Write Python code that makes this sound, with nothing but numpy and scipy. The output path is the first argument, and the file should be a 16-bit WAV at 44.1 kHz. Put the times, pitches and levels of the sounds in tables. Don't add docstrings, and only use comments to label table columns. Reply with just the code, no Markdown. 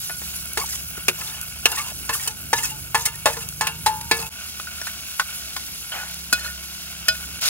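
import sys
import numpy as np
from scipy import signal
from scipy.fft import rfft, irfft, next_fast_len
from scipy.io import wavfile
from scipy.ndimage import uniform_filter1d, map_coordinates

SR = 44100
rng = np.random.default_rng(int(sys.argv[2]) if len(sys.argv) > 2 else 0)


def store_wav(level_fs):
    pcm = np.round(np.clip(np.atleast_2d(level_fs), -1, 1) * 32767)
    wavfile.write(sys.argv[1], SR, pcm.T.astype(np.int16))


N = 330309
T = np.arange(N) / SR

CUTS_S = (4.293, 7.398)
FADE_IN_S, FADE_FROM_DB = 0.036, (0, -24, -11)
FIZZ_DB, SPUTTER_DB, RUMBLE_DB = (2.5, 3, -34), (-4.5, 2, 8.5), (-47, -50.5, -49)

# t/s, sizzle level/dB, cavity level/dB
SIZZLE = [(0, -31.5, -14.5), (.5, -35, -8.5), (1.5, -36, -7), (2.1, -37, -7.5), (2.9, -37.5, -8.5),
          (3.6, -38, -6), (4.25, -38, -7.5), (4.35, -39.5, -2.5), (5.4, -37, -4.5), (5.9, -38.5, -6.5),
          (6.4, -40, -5), (7.0, -39, -2), (7.397, -37.5, -2.5), (7.414, -28.5, -5.5), (7.49, -28, -1.5)]
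# f/Hz, relative level/dB
FIZZ_TONE = [(2000, -28), (5000, -3), (7500, -2), (9000, -3), (11000, 1.5), (13000, 0), (14200, -2.5),
             (15500, 2.5), (17000, 0)]
# f/Hz, relative level/dB
SPUTTER_TONE = [(300, -15), (1500, -8.5), (3000, 1), (4200, 3.5), (5500, 3.5), (7000, 0.5), (9000, -4),
                (13000, -4), (17000, -6.5)]
# f/Hz, width/Hz, relative level/dB
CAVITY = [(655, 57, -5), (1455, 100, 3.5), (2214, 68, 1), (2706, 390, 0.5), (3370, 510, -7.5)]
# t/s, starting level/dB
SPITS = [(0.364, -19), (0.4569, -21), (0.5338, -17.5), (0.834, -27), (1.4135, -15.5), (1.4828, -33),
         (2.0178, -34), (3.157, -22), (3.4888, -15.5), (5.096, -32), (5.3025, -22), (6.111, -22),
         (6.143, -20.5), (7.4125, -9.5), (7.458, -17)]

# f/Hz, relative level/dB
RUMBLE_TONE = [(20, -52), (35, -4), (60, 4.5), (120, -2.5), (200, -5), (350, -11.5), (600, -18.5),
               (1200, -30), (3000, -45)]
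# t/s, cycle f/Hz, relative level/dB
ENGINE_A = [(0.0, 34.6, -68), (0.25, 34.5, -41.5), (0.65, 34.14, -43.5), (1.06, 35.62, -46.5),
            (3.1, 35.9, -47.5), (4.28, 35.52, -44), (4.32, 37.68, -44.5), (5.9, 32.63, -52),
            (6.1, 34.2, -43), (7.39, 34.3, -41.5), (7.42, 34.4, -62)]
# multiple of the cycle, relative level/dB
ORDERS_A = [(2, 1), (3, -17.5), (4, -16.5), (5, -5.5), (6, -11), (10, -17.5)]
# t/s, cycle f/Hz, relative level/dB
ENGINE_B = [(0.0, 27.3, -53.5), (0.5, 27.86, -57), (1.1, 26.56, -54.5), (2.1, 23.05, -57),
            (2.88, 24.32, -49.5), (4.29, 28.03, -51)]
# multiple of the cycle, relative level/dB
ORDERS_B = [(2, 2), (3, 0.5), (4, 4.5), (5, 2), (6, 7), (7, -10)]

# t/s, relative strength/dB, weight (low-mode boost)/dB, brightness (high-mode boost)/dB,
# struck-spot f/Hz, spot boost/dB, ring-time multiplier, clatter relative level/dB, clatter t60/s,
# rise time constant/s
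POT_BLOWS = [(0.095, -14, -3, -17, 1430, 1.3, 0.67, 27.7, 0.074, 0.00066),
             (0.217, -20, 8, -22, 950, 11, 0.21, 24.4, 0.064, .0005),
             (4.598, -10.5, -12, 2, 1200, 12, 0.093, 23.5, 0.018, 0.00051),
             (4.671, -19.5, -11, -20, 1377, 14.5, 0.18, 21.6, 0.054, 0.00079),
             (4.814, -19, -4, -1, 1740, 6.1, 0.21, 31.5, 0.037, 0.00052),
             (4.869, -6.5, -33, -4, 1600, 9.5, 0.069, 15.4, 0.087, 0.00068),
             (5.196, 1, -12, -5, 1330, 8, 0.1, 23.6, 0.071, 0.00067),
             (5.564, -13.5, -12, 1.5, 1061, 7.6, 0.21, 24.6, 0.08, 0.0003),
             (5.918, -26, -8, -10, 2990, 18, .37, 33.3, 0.15, 0.0013),
             (5.94, -19, -9, -18, 820, 4.2, 0.93, 29.4, 0.47, 0.0011),
             (6.028, -25, -11, -19, 792, 8, 0.21, 28, 0.095, .001),
             (6.327, -2, 11.5, 14.5, 1600, 18, 0.22, 17.5, 0.054, 0.00067),
             (6.330, -10, -13, 11, 4150, 10.6, 0.65, 21, 0.033, 0.00049),
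             (6.41, -31, -10, -10, 1459, 6.1, 1, 15, .05, 0.0023),
             (7.083, 0, 0, 12, 1720, 8.4, 0.5, 20.9, 0.029, 0.00097),
             (7.086, -14.5, -15, 8, 5040, 25, 0.46, 13, 0.033, 0.0011)]
PLATE_BLOWS = [(0.5735, -2, -4.5, -2.5, 403, 19, 0.18, 21.5, 0.073, 0.00026),
               (0.975, -30.5, 16, 1, 1390, 11, 0.23, 32.5, 0.071, 0.00045),
               (1.082, -3.5, 2.5, 2, 2540, 11.5, 0.17, 30.5, 0.061, 0.00072),
               (1.086, -20.5, 15, -8, 352, 22, 0.35, 11, 0.11, 0.0018),
               (1.656, 0.5, -1, 3, 2830, 12.5, 0.28, 25.5, 0.055, 0.00022),
               (1.657, -12.5, -5, -7, 883, 12.5, 0.36, 15, 0.046, 0.00071),
               (1.716, -17, 3, 9, 796, 12, 0.28, 25.5, 0.074, 0.00044),
               (1.775, -11.5, -11, -1, 2610, 9, 0.78, 24.5, 0.12, 0.0059),
               (2.092, -4.5, 2, -3, 1500, 3, 0.4, 21, 0.11, 0.00037),
               (2.131, -21.5, -28, 20.5, 1510, 12, 0.48, 24.5, 0.18, 0.007),
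               (2.274, -16, 1, 17.5, 463, 8.5, 0.35, 25.5, 0.041, 0.0023),
               (2.53, 4, 4, -0.5, 923, 14, 0.13, 16.5, 0.08, 0.00078),
               (2.533, -8, -21, 2, 1800, 14, 0.4, 23, 0.039, .001),
               (2.579, -12.5, -1, 4, 2807, 7, 0.63, 22, 0.055, 0.0029),
               (2.635, -15.5, -16, 16, 1750, 1, 0.69, 7, 0.053, 0.0028),
               (2.712, -32, -2, 10, 835, 21, 0.74, 15, 0.044, 0.0058),
               (2.946, 2.5, -4, -6.5, 927, 9, 0.39, 18.5, 0.12, 0.0003),
               (2.951, -7.5, -19, 6, 1797, 14, 0.36, 24.5, 0.039, 0.00087),
               (3.053, -13.5, -25, 16, 2060, 10, 0.87, 31, 0.053, 0.0067),
               (3.073, -9, -4, -5, 460, 5, 0.23, 10, 0.042, 0.0014),
               (3.257, 3, -1.5, -0.5, 636, 15, 0.31, 19.5, 0.16, 0.00043),
               (3.263, -3, -2, -3, 539, 19, 0.35, 18, .1, 0.0022),
               (3.26, -12.5, -17, -4, 1800, 18, 0.46, 14, .05, 0.001),
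               (3.367, -14.5, -2, -1, 450, 15, 0.27, 21.5, 0.086, 0.0013),
               (3.6095, -4, -1, -1.5, 845, 5.5, 0.94, 22.5, 0.11, 0.00032),
               (3.669, -10, -5, 2.5, 2634, 11.5, 0.5, 30, 0.058, 0.00068),
               (3.861, -10.5, 0, 2, 878, 20, 1.42, 31.5, 0.11, 0.00071),
               (4.011, -27.5, -2, 7.5, 2580, 10, 0.16, 36.5, 0.031, 0.00088),
               (4.112, -2.5, 8.5, 0, 2400, 11.5, 0.63, 24.5, 0.066, 0.00051),
               (4.114, -17, -10, 3, 4370, 18, 0.4, 29.5, 0.099, 0.0008),
               (4.19, -24.5, 10, -5, 450, 18, 0.29, 29, 0.074, 0.0026)]
POT_HZ = [640, 1095, 1459, 1812, 1960, 2218, 2520, 3042, 3450, 3850, 4143, 4312, 4976, 5300, 5730, 5990,
          7075, 7967, 8860, 9372]
# relative level/dB, base ring time/s
POT = [(-8.5, 0.23), (-44, 0.39), (6.5, 0.26), (-5, 0.066), (-36, 0.06), (-10, 0.12), (4, 0.16),
       (1.5, 0.087), (-4, 0.16), (-12, 0.11), (0, 0.082), (-23, 0.056), (0, 0.11), (-5, 0.049),
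       (-2.5, 0.062), (-4, 0.076), (-13.5, .09), (-29, .05), (-7, 0.025), (-25, .03)]
PLATE_HZ = [365, 458, 560, 680, 760, 867, 931, 1055, 1217, 1292, 1421, 1593, 1728, 1981, 2067, 2245, 2606,
            2778, 3270, 3682, 4355, 4985, 5770, 6800, 7270, 8300, 8620, 9600]
# relative level/dB, base ring time/s
PLATE = [(-14, 0.16), (-6, 0.32), (-20, 0.24), (-10.5, 0.079), (-7.5, 0.019), (1, 0.15), (-13, 0.56),
         (-0.5, 0.14), (-5.5, 0.25), (-2.5, 0.11), (-5, 0.27), (-13, 0.34), (-1, 0.13), (-26, 0.13),
         (-10, 0.13), (-2.5, 0.091), (3, 0.067), (-7.5, 0.26), (-8, 0.18), (-9.5, 0.21), (-4.5, 0.1),
         (3, 0.014), (-1, 0.082), (1, 0.055), (1.5, 0.04), (-8, 0.026), (9.5, 0.042), (-6.5, 0.066)]
# f/Hz, relative level/dB
STRIKE = [(230, -27), (365, -23), (460, -23), (650, -21), (900, -20), (1400, -21.5), (1800, -16.5),
          (2600, -20.5), (4500, -17.5), (9000, -20)]
SPOT_OCTAVES = 0.14
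HEAVY_HZ, BRIGHT_HZ = (370, 800), (2000, 9000)

# t/s, length/s, hiss relative level/dB, ring relative level/dB, ring fade/(dB/s)
PLATE_STROKES = [(.57, 0.24, -38.5, -54, 40), (1.17, 0.21, -44.5, -37.5, 3), (1.68, 0.23, -43.5, -29.5, 38),
                 (2.12, 0.19, -40, -39, 2), (2.55, 0.16, -39.5, -36.5, 40), (2.96, 0.12, -36.5, -29, 90),
                 (3.28, 0.179, -44.5, -26.5, 120), (3.63, 0.08, -53, -27, 102), (4.13, 0.14, -42, -30, 54)]
POT_STROKES = [(5.91, 0.12, -52, -26, 19), (6.34, 0.155, -45.5, -26.5, 5.1)]
# t/s, hiss relative level/dB, ring relative level/dB, nominal length/s
PLATE_BITES = [(0.61, -46, -26, 0.025), (0.699, -52, -50, 0.0074), (0.739, -41.5, -39, 0.027),
               (1.213, -55, -24, 0.0061), (1.266, -46, -63, 0.029), (1.783, -38.5, -44, 0.04),
               (1.882, -44, -47, 0.025), (2.146, -42, -48, 0.012), (2.172, -52, -52, .01),
               (2.208, -42, -45, 0.015), (2.238, -40, -50, 0.014), (2.274, -35, -31.5, 0.014),
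               (2.568, -44, -45, .01), (2.587, -41, -33, 0.014), (2.648, -34, -53, 0.021),
               (2.715, -45, -54, 0.024), (3.063, -26.5, -42, 0.0097), (3.34, -41, -55, 0.0092),
               (3.421, -47, -36.5, 0.023), (4.2, -43, -31, 0.038)]
POT_BITES = [(4.872, -39, -31, 0.023), (6.4, -48, -33, 0.012), (6.455, -49, -30, 0.022),
             (7.15, -51, -29, 0.0082)]
# f/Hz, relative level/dB
EDGE_TONE = [(1000, -17.0), (3000, -2.5), (4500, 0.5), (6500, 3.5), (12000, -1.0), (17000, -1.5)]
ATTACK_S, RELEASE_S, HISS_FADE_DB_S = 0.0074, 0.031, 20

# t/s, f/Hz, level/dB, t60/s
SHORT_NOTES = [(.593, 800, -32, 0.033), (.597, 4530, -25, 0.063), (.613, 2220, -22, 0.048),
               (.576, 4570, -25, .04), (.578, 2180, -26, 0.033), (.618, 1140, -22, 0.036),
               (.65, 2240, -37, .04), (.668, 1450, -41, 0.041), (.686, 1810, -33, .02),
               (.696, 1710, -32, .02), (.697, 2300, -35, .02), (.708, 2250, -34, .02),
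               (.73, 3000, -35, .04), (.729, 1950, -31, .04), (1.213, 2650, -35, .04),
               (1.217, 2050, -31, .03), (1.219, 915, -32, 0.033), (1.221, 1280, -29, 0.03),
               (1.273, 3530, -26, 0.035), (1.274, 4130, -27, 0.033), (1.278, 2210, -32, .03),
               (1.298, 3620, -27, 0.033), (1.305, 1480, -38, .03), (1.322, 1800, -34, .03),
               (1.348, 2950, -29, .04), (1.657, 4170, -13, .04), (1.66, 5780, -13, .05),
               (1.72, 3600, -24, .03), (1.728, 1490, -28, .06), (1.722, 2770, -24.5, 0.088),
               (1.778, 3720, -28, .04), (1.785, 4260, -26, .03), (1.844, 2780, -33, .05),
               (1.745, 990, -26, .03), (1.771, 1870, -23, 0.067), (1.783, 2810, -29, .05),
               (1.798, 2180, -22, 0.043), (1.869, 1004, -29, .03), (2.13, 1795, -24, 0.076),
               (2.151, 1180, -22.5, .04), (2.196, 1880, -28, .04), (2.093, 1750, -17, 0.023),
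               (2.092, 2634, -23, 0.11), (2.13, 2770, -25, 0.044), (2.143, 3100, -22, .03),
               (2.2, 2300, -34, 0.087), (2.274, 960, -24, .03), (2.276, 4440, -21, .03),
               (2.292, 860, -34, .15), (2.228, 2920, -37, .03), (2.234, 1600, -32, .02),
               (2.274, 2990, -20.5, 0.059), (2.274, 6800, -27, 0.027), (2.533, 5100, -16, .04),
               (2.533, 6000, -16, .05), (2.535, 3800, -22, 0.06), (2.568, 3860, -21, .03),
               (2.57, 5070, -26, 0.13), (2.578, 6200, -20, .05), (2.582, 3280, -28, .05),
               (2.586, 2080, -23, .04), (2.64, 1480, -29, .06), (2.643, 3260, -26, .05),
               (2.588, 2800, -20, 0.043), (2.604, 920, -30, 0.096), (2.631, 1850, -24, 0.049),
               (2.645, 5960, -16, 0.034), (2.65, 2580, -24, 0.077), (2.696, 2780, -30, 0.095),
               (2.718, 2790, -26, .04), (2.95, 2600, -17, .06), (2.95, 4400, -22, 0.057),
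               (2.972, 1760, -30, 0.032), (3.0, 1000, -31, .08), (3.061, 3100, -25, .04),
               (3.145, 1850, -37, 0.082), (3.061, 2180, -18, 0.044), (3.064, 4320, -28, 0.027),
               (3.082, 2780, -30, .08), (3.258, 850, -13, .1), (3.259, 470, -18.5, 0.11),
               (3.26, 1090, -17, 0.092), (3.272, 2700, -22, .05), (3.3, 900, -26, .06),
               (3.33, 2570, -27, .04), (3.385, 1400, -35, .04), (3.405, 2900, -29, 0.031),
               (3.34, 1760, -29, .05), (3.373, 990, -27, .04), (3.425, 2730, -27, 0.051),
               (3.72, 2640, -35, 0.074), (3.863, 5020, -15.5, 0.046), (3.866, 3950, -16, 0.045),
               (3.864, 1300, -24, .09), (3.864, 1730, -23, 0.11), (4.112, 1726, -17, 0.18),
               (4.113, 2243, -20, 0.17), (4.114, 2606, -18, 0.16), (4.112, 4500, -14, .04),
               (4.116, 3280, -26, .1), (4.112, 880, -10, 0.017), (4.114, 3770, -24, 0.13),
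               (4.116, 5060, -23, .1), (4.19, 4960, -25, 0.029), (4.191, 4320, -25, .04),
               (4.191, 1220, -33, 0.037), (4.222, 883, -34.5, 0.29), (4.228, 2630, -25, 0.049),
               (4.245, 2590, -29, .06), (4.265, 2660, -27, .04), (4.78, 1390, -34, .08),
               (4.814, 5660, -21, 0.036), (4.868, 4300, -28, .04), (5.196, 1082, -10, 0.04),
               (5.196, 2000, -8, 0.026), (5.198, 2720, -16, 0.027), (5.202, 1497, -14, 0.064),
               (5.942, 1500, -37, .08), (5.965, 2460, -27, .03), (6.031, 1460, -27, 0.036),
               (6.386, 1820, -34, .1), (6.397, 4280, -28, .07), (6.33, 2520, -15, 0.14),
               (6.394, 7100, -33, 0.05), (6.41, 1459, -29.5, 0.18), (6.436, 1430, -35, 0.063),
               (6.445, 4190, -29, 0.099), (6.462, 1435, -21, 0.047), (6.476, 1812, -32, 0.11),
               (6.5, 1446, -31.5, 0.17), (7.2, 1454, -31, .05)]
NOTE_RISE_S = 0.001
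# t/s, start f/Hz, end f/Hz, relative level/dB, bend length/s
SLIDES = [(0.588, 996, 1127, -25.5, 0.029), (0.639, 876, 910, -23, 0.0055), (1.772, 1100, 1180, -20, 0.032),
          (1.814, 885, 960, -38, 0.043), (1.87, 984, 1038, -36, 0.021), (1.92, 710, 640, -27.5, 0.0034),
          (2.089, 975, 1104, -19.5, 0.026)]

# f/Hz, left's phase lead/rad, likeness 0-1, left minus right level/dB
STEREO_IMAGE = [(30, -0.43, 0.7, -4.5), (377, 1.56, 0.77, -2.5), (720, 1.02, 0.91, 5.5),
                (1500, 1.08, 0.97, -0.5), (3410, 2, 1, 0), (6030, 3, 0.58, 1), (7100, 2, 0.18, -1),
                (8520, 4.5, 1, -2.5), (9560, 4.5, 1, 1.5), (11960, 8, 0.7, -2.2), (13500, 11, 0.82, 3.5),
                (14340, 10, 0.91, 0.5), (16000, 9.5, 0.62, -11)]
TOP_HZ = 15800


def amp(db):
    return 10 ** (np.asarray(db) / 20)


def unit(x):
    return x / np.sqrt(np.mean(x ** 2) + 1e-20)


def along(f, v, hz):
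    return np.interp(np.log(hz + 1), np.log(np.asarray(f) + 1), v)


def curves(rows):
    s, *cols = np.transpose(rows)
    return [np.interp(T, s, c) for c in cols]


def per_section(values):
    return np.asarray(values)[np.searchsorted(CUTS_S, T)]


def wobble(rate):
    knots = rng.standard_normal(int(N * rate / SR) + 4)
    return map_coordinates(knots, [T * rate])


def filtered(x, response):
    m = next_fast_len(N + SR // 2)
    return irfft(rfft(x, m) * response(np.fft.rfftfreq(m, 1 / SR)), m)[..., :N]


def coloured(x, tone):
    return unit(filtered(x, lambda hz: amp(along(*np.transpose(tone), hz))))


def resonances(peaks):
    def response(f):
        total = 0
        for k, (centre, width, db) in enumerate(peaks):
            damping = 1j * f * width
            total = total + (-1) ** k * amp(db) * damping / (centre * centre - f * f + damping)
        return total
    return response


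def grainy(rate, spread_db, life):
    sizes = amp(spread_db * np.minimum(rng.exponential(size=N), 4))
    kicks = (rng.random(N) < rate / SR) * sizes
    gate = signal.lfilter([1], [1, -np.exp(-1 / (life * SR))], kicks)
    return unit(gate * rng.standard_normal((2, N)))


def patchy(x, depth_db):
    z = signal.stft(x, nperseg=256)[2]
    field = uniform_filter1d(rng.standard_normal(z.shape[1:]), size=2, axis=0)
    field = uniform_filter1d(field, size=7, axis=1)
    return unit(signal.istft(z * amp(depth_db * unit(field)), nperseg=256)[1][:, :N])


def spits():
    gate, t = np.zeros(N + SR), T[:SR // 10]
    for s, db in SPITS:
        gate[round(s * SR):][:len(t)] += amp(db - 60 * t / 0.012)
    return gate[:N] * coloured(rng.standard_normal((2, N)), FIZZ_TONE)


def frying():
    sizzle_db, cavity_db = curves(SIZZLE)
    fine = grainy(rate=12000, spread_db=1.6, life=0.001)
    fizz = patchy(coloured(fine, FIZZ_TONE), depth_db=4)
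    sputter = coloured(grainy(rate=4000, spread_db=1.2, life=0.0055), SPUTTER_TONE)
    bursts = grainy(rate=1500, spread_db=1.6, life=0.0015)
    hollow = unit(filtered(bursts, resonances(CAVITY)))
    fizz = amp(per_section(FIZZ_DB) + 1.2 * wobble(25)) * fizz
    sputter = amp(per_section(SPUTTER_DB) + 1.1 * wobble(6)) * sputter
    hollow = amp(cavity_db + 1.4 * wobble(14)) * hollow
    return amp(sizzle_db) * (fizz + sputter + hollow) + spits()


def engine(rows, orders):
    hz, db = curves(rows)
    turn = 2 * np.pi * np.cumsum(hz) / SR
    tone = np.zeros(N)
    for multiple, level in orders:
        swell = amp(level + 1.7 * wobble(4))
        tone += swell * np.sin(multiple * turn + 0.5 * wobble(5))
    return amp(db - 1.0) * tone * (T <= rows[-1][0])


def distance():
    lumps_db = 1.7 * wobble(6) + 1.3 * wobble(2.5)
    rumble = coloured(rng.standard_normal((2, N)), RUMBLE_TONE)
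    rumble = amp(per_section(RUMBLE_DB) + lumps_db) * rumble
    engines = engine(ENGINE_A, ORDERS_A) + engine(ENGINE_B, ORDERS_B)
    return rumble + engines * [[1], [0]]


def drive(hz, weight_db, bright_db, spot_hz, spot_db):
    spot = np.exp(-0.5 * (np.log2((hz + 1) / spot_hz) / SPOT_OCTAVES) ** 2)
    ends = weight_db * along(HEAVY_HZ, (1, 0), hz) + bright_db * along(BRIGHT_HZ, (0, 1), hz)
    return along(*np.transpose(STRIKE), hz) + ends + spot_db * spot


def blows(table, hz, modes):
    out, t = np.zeros((2, N + SR)), T[:SR // 3]
    hz = np.array(hz)[:, None]
    level, ring_time = np.transpose(modes)[:, :, None]
    bins = np.fft.rfftfreq(len(t), 1 / SR)
    for s, db, *touch, damping, clatter_db, clatter_t60, rise in table:
        size = amp(level + drive(hz, *touch) + rng.normal(0, 1.6, hz.shape))
        start = 2j * np.pi * rng.random(hz.shape)
        decay = np.log(1000) / (2.02 * ring_time * damping)
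        ring = (size * np.exp(start + (2j * np.pi * hz - decay) * t)).sum(axis=0)
        ring = ring * (amp(-5.5) + amp(-60 * t / 0.77))
        colour = amp(drive(bins, *touch)) * np.sqrt(1200 / (bins + 1200)) * bins / (bins + 140)
        clatter = irfft(rfft(rng.standard_normal((2, len(t)))) * colour, len(t))
        crack = amp(-31.0 - 60 * t / 0.0016)
        clatter *= amp(clatter_db) * (amp(-60 * t / clatter_t60) + crack)
        onset = 1 - np.exp(-t / rise)
        blow = amp(db - 7.0) * ([ring.real, ring.imag] + clatter) * onset
        out[:, round(s * SR):][:, :len(t)] += blow
    return out[:, :N]


def scraping(strokes, bites, hz, modes):
    hiss, ring = np.zeros((2, N))
    for s, length, hiss_db, ring_db, ring_fade in strokes:
        press = np.interp(T - s, [0, ATTACK_S, length, length + RELEASE_S], [0, 1, 1, 0]) ** 2
        since = np.clip(T - s, 0, 1)
        hiss += press * amp(hiss_db - HISS_FADE_DB_S * since)
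        ring += press * amp(ring_db - ring_fade * since)
    for s, hiss_db, ring_db, length in bites:
        near = slice(round(s * SR) - SR // 10, round(s * SR) + SR // 10)
        bump = np.exp(-0.5 * ((T[near] - s) / (0.58 * length)) ** 2)
        hiss[near] += amp(hiss_db) * bump
        ring[near] += amp(ring_db) * bump
    chatter = grainy(rate=1400, spread_db=2.2, life=0.003)
    edge = patchy(coloured(chatter, EDGE_TONE), depth_db=3.5)
    slips = ring * grainy(rate=810, spread_db=2.0, life=0.00038)
    peaks = []
    for f, (db, ring_time) in zip(hz, modes):
        soft_db = -9 * np.log2(1 + f / 2500)
        peaks.append((f, 4 / ring_time, db + soft_db))
    peaks.append((1400, 2200, -24))
    metal = filtered(slips, resonances(peaks))
    return amp(9.5) * hiss * edge + amp(15.5) * metal


def short_notes():
    out, t = np.zeros(N + SR, complex), T[:SR // 4]
    onset = 1 - np.exp(-t / NOTE_RISE_S)
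    for s, hz, db, t60 in SHORT_NOTES:
        note = np.exp(2j * np.pi * (hz * t + rng.random()))
        out[round(s * SR):][:len(t)] += amp(db - 60 * t / t60) * onset * note
    return np.array([out.real, out.imag])[:, :N]


def slides():
    out, shake = np.zeros(N, complex), amp(3.2 * wobble(120))
    for s, start_hz, end_hz, db, length in SLIDES:
        u = T[:round(3 * length * SR)] / length
        hz = start_hz + (end_hz - start_hz) * np.minimum(u, 1)
        turn = 2 * np.pi * np.cumsum(hz) / SR
        swell = u * np.exp(-2.5 * u)
        out[round(s * SR):][:len(u)] += amp(db + 11.0) * swell * np.exp(1j * turn)
    return shake * np.array([out.real, out.imag])


def scene():
    background = frying() + distance()
    pot = blows(POT_BLOWS, POT_HZ, POT) + scraping(POT_STROKES, POT_BITES, POT_HZ, POT)
    plate = blows(PLATE_BLOWS, PLATE_HZ, PLATE) + scraping(PLATE_STROKES, PLATE_BITES, PLATE_HZ, PLATE)
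    return background + pot + plate + short_notes() + slides()


def record(dry):
    f, lead, alike, balance_db = np.transpose(STEREO_IMAGE)
    sign = np.array([[1], [-1]])

    def side(hz):
        gain = amp(sign * along(f, balance_db, hz) / 2)
        return gain * np.exp(0.5j * sign * np.interp(hz, f, lead))

    def spread(hz):
        return np.arccos(np.clip(np.interp(hz, f, alike), 0, 1)) / 2

    shared = filtered(dry[:1], lambda hz: side(hz) * np.cos(spread(hz)))
    differing = filtered(dry[1:], lambda hz: sign * side(hz) * np.sin(spread(hz)))
    ramp = (T - per_section((-1, *CUTS_S))) / FADE_IN_S
    x = (shared + differing) * np.clip(ramp, amp(per_section(FADE_FROM_DB)), 1)
    x = x / (1 + np.abs(x) ** 8) ** (1 / 8)
    return filtered(x, lambda hz: (hz < TOP_HZ) * hz ** 4 / (hz ** 4 + 33 ** 4))


dry = scene()
out = record(dry)
store_wav(out)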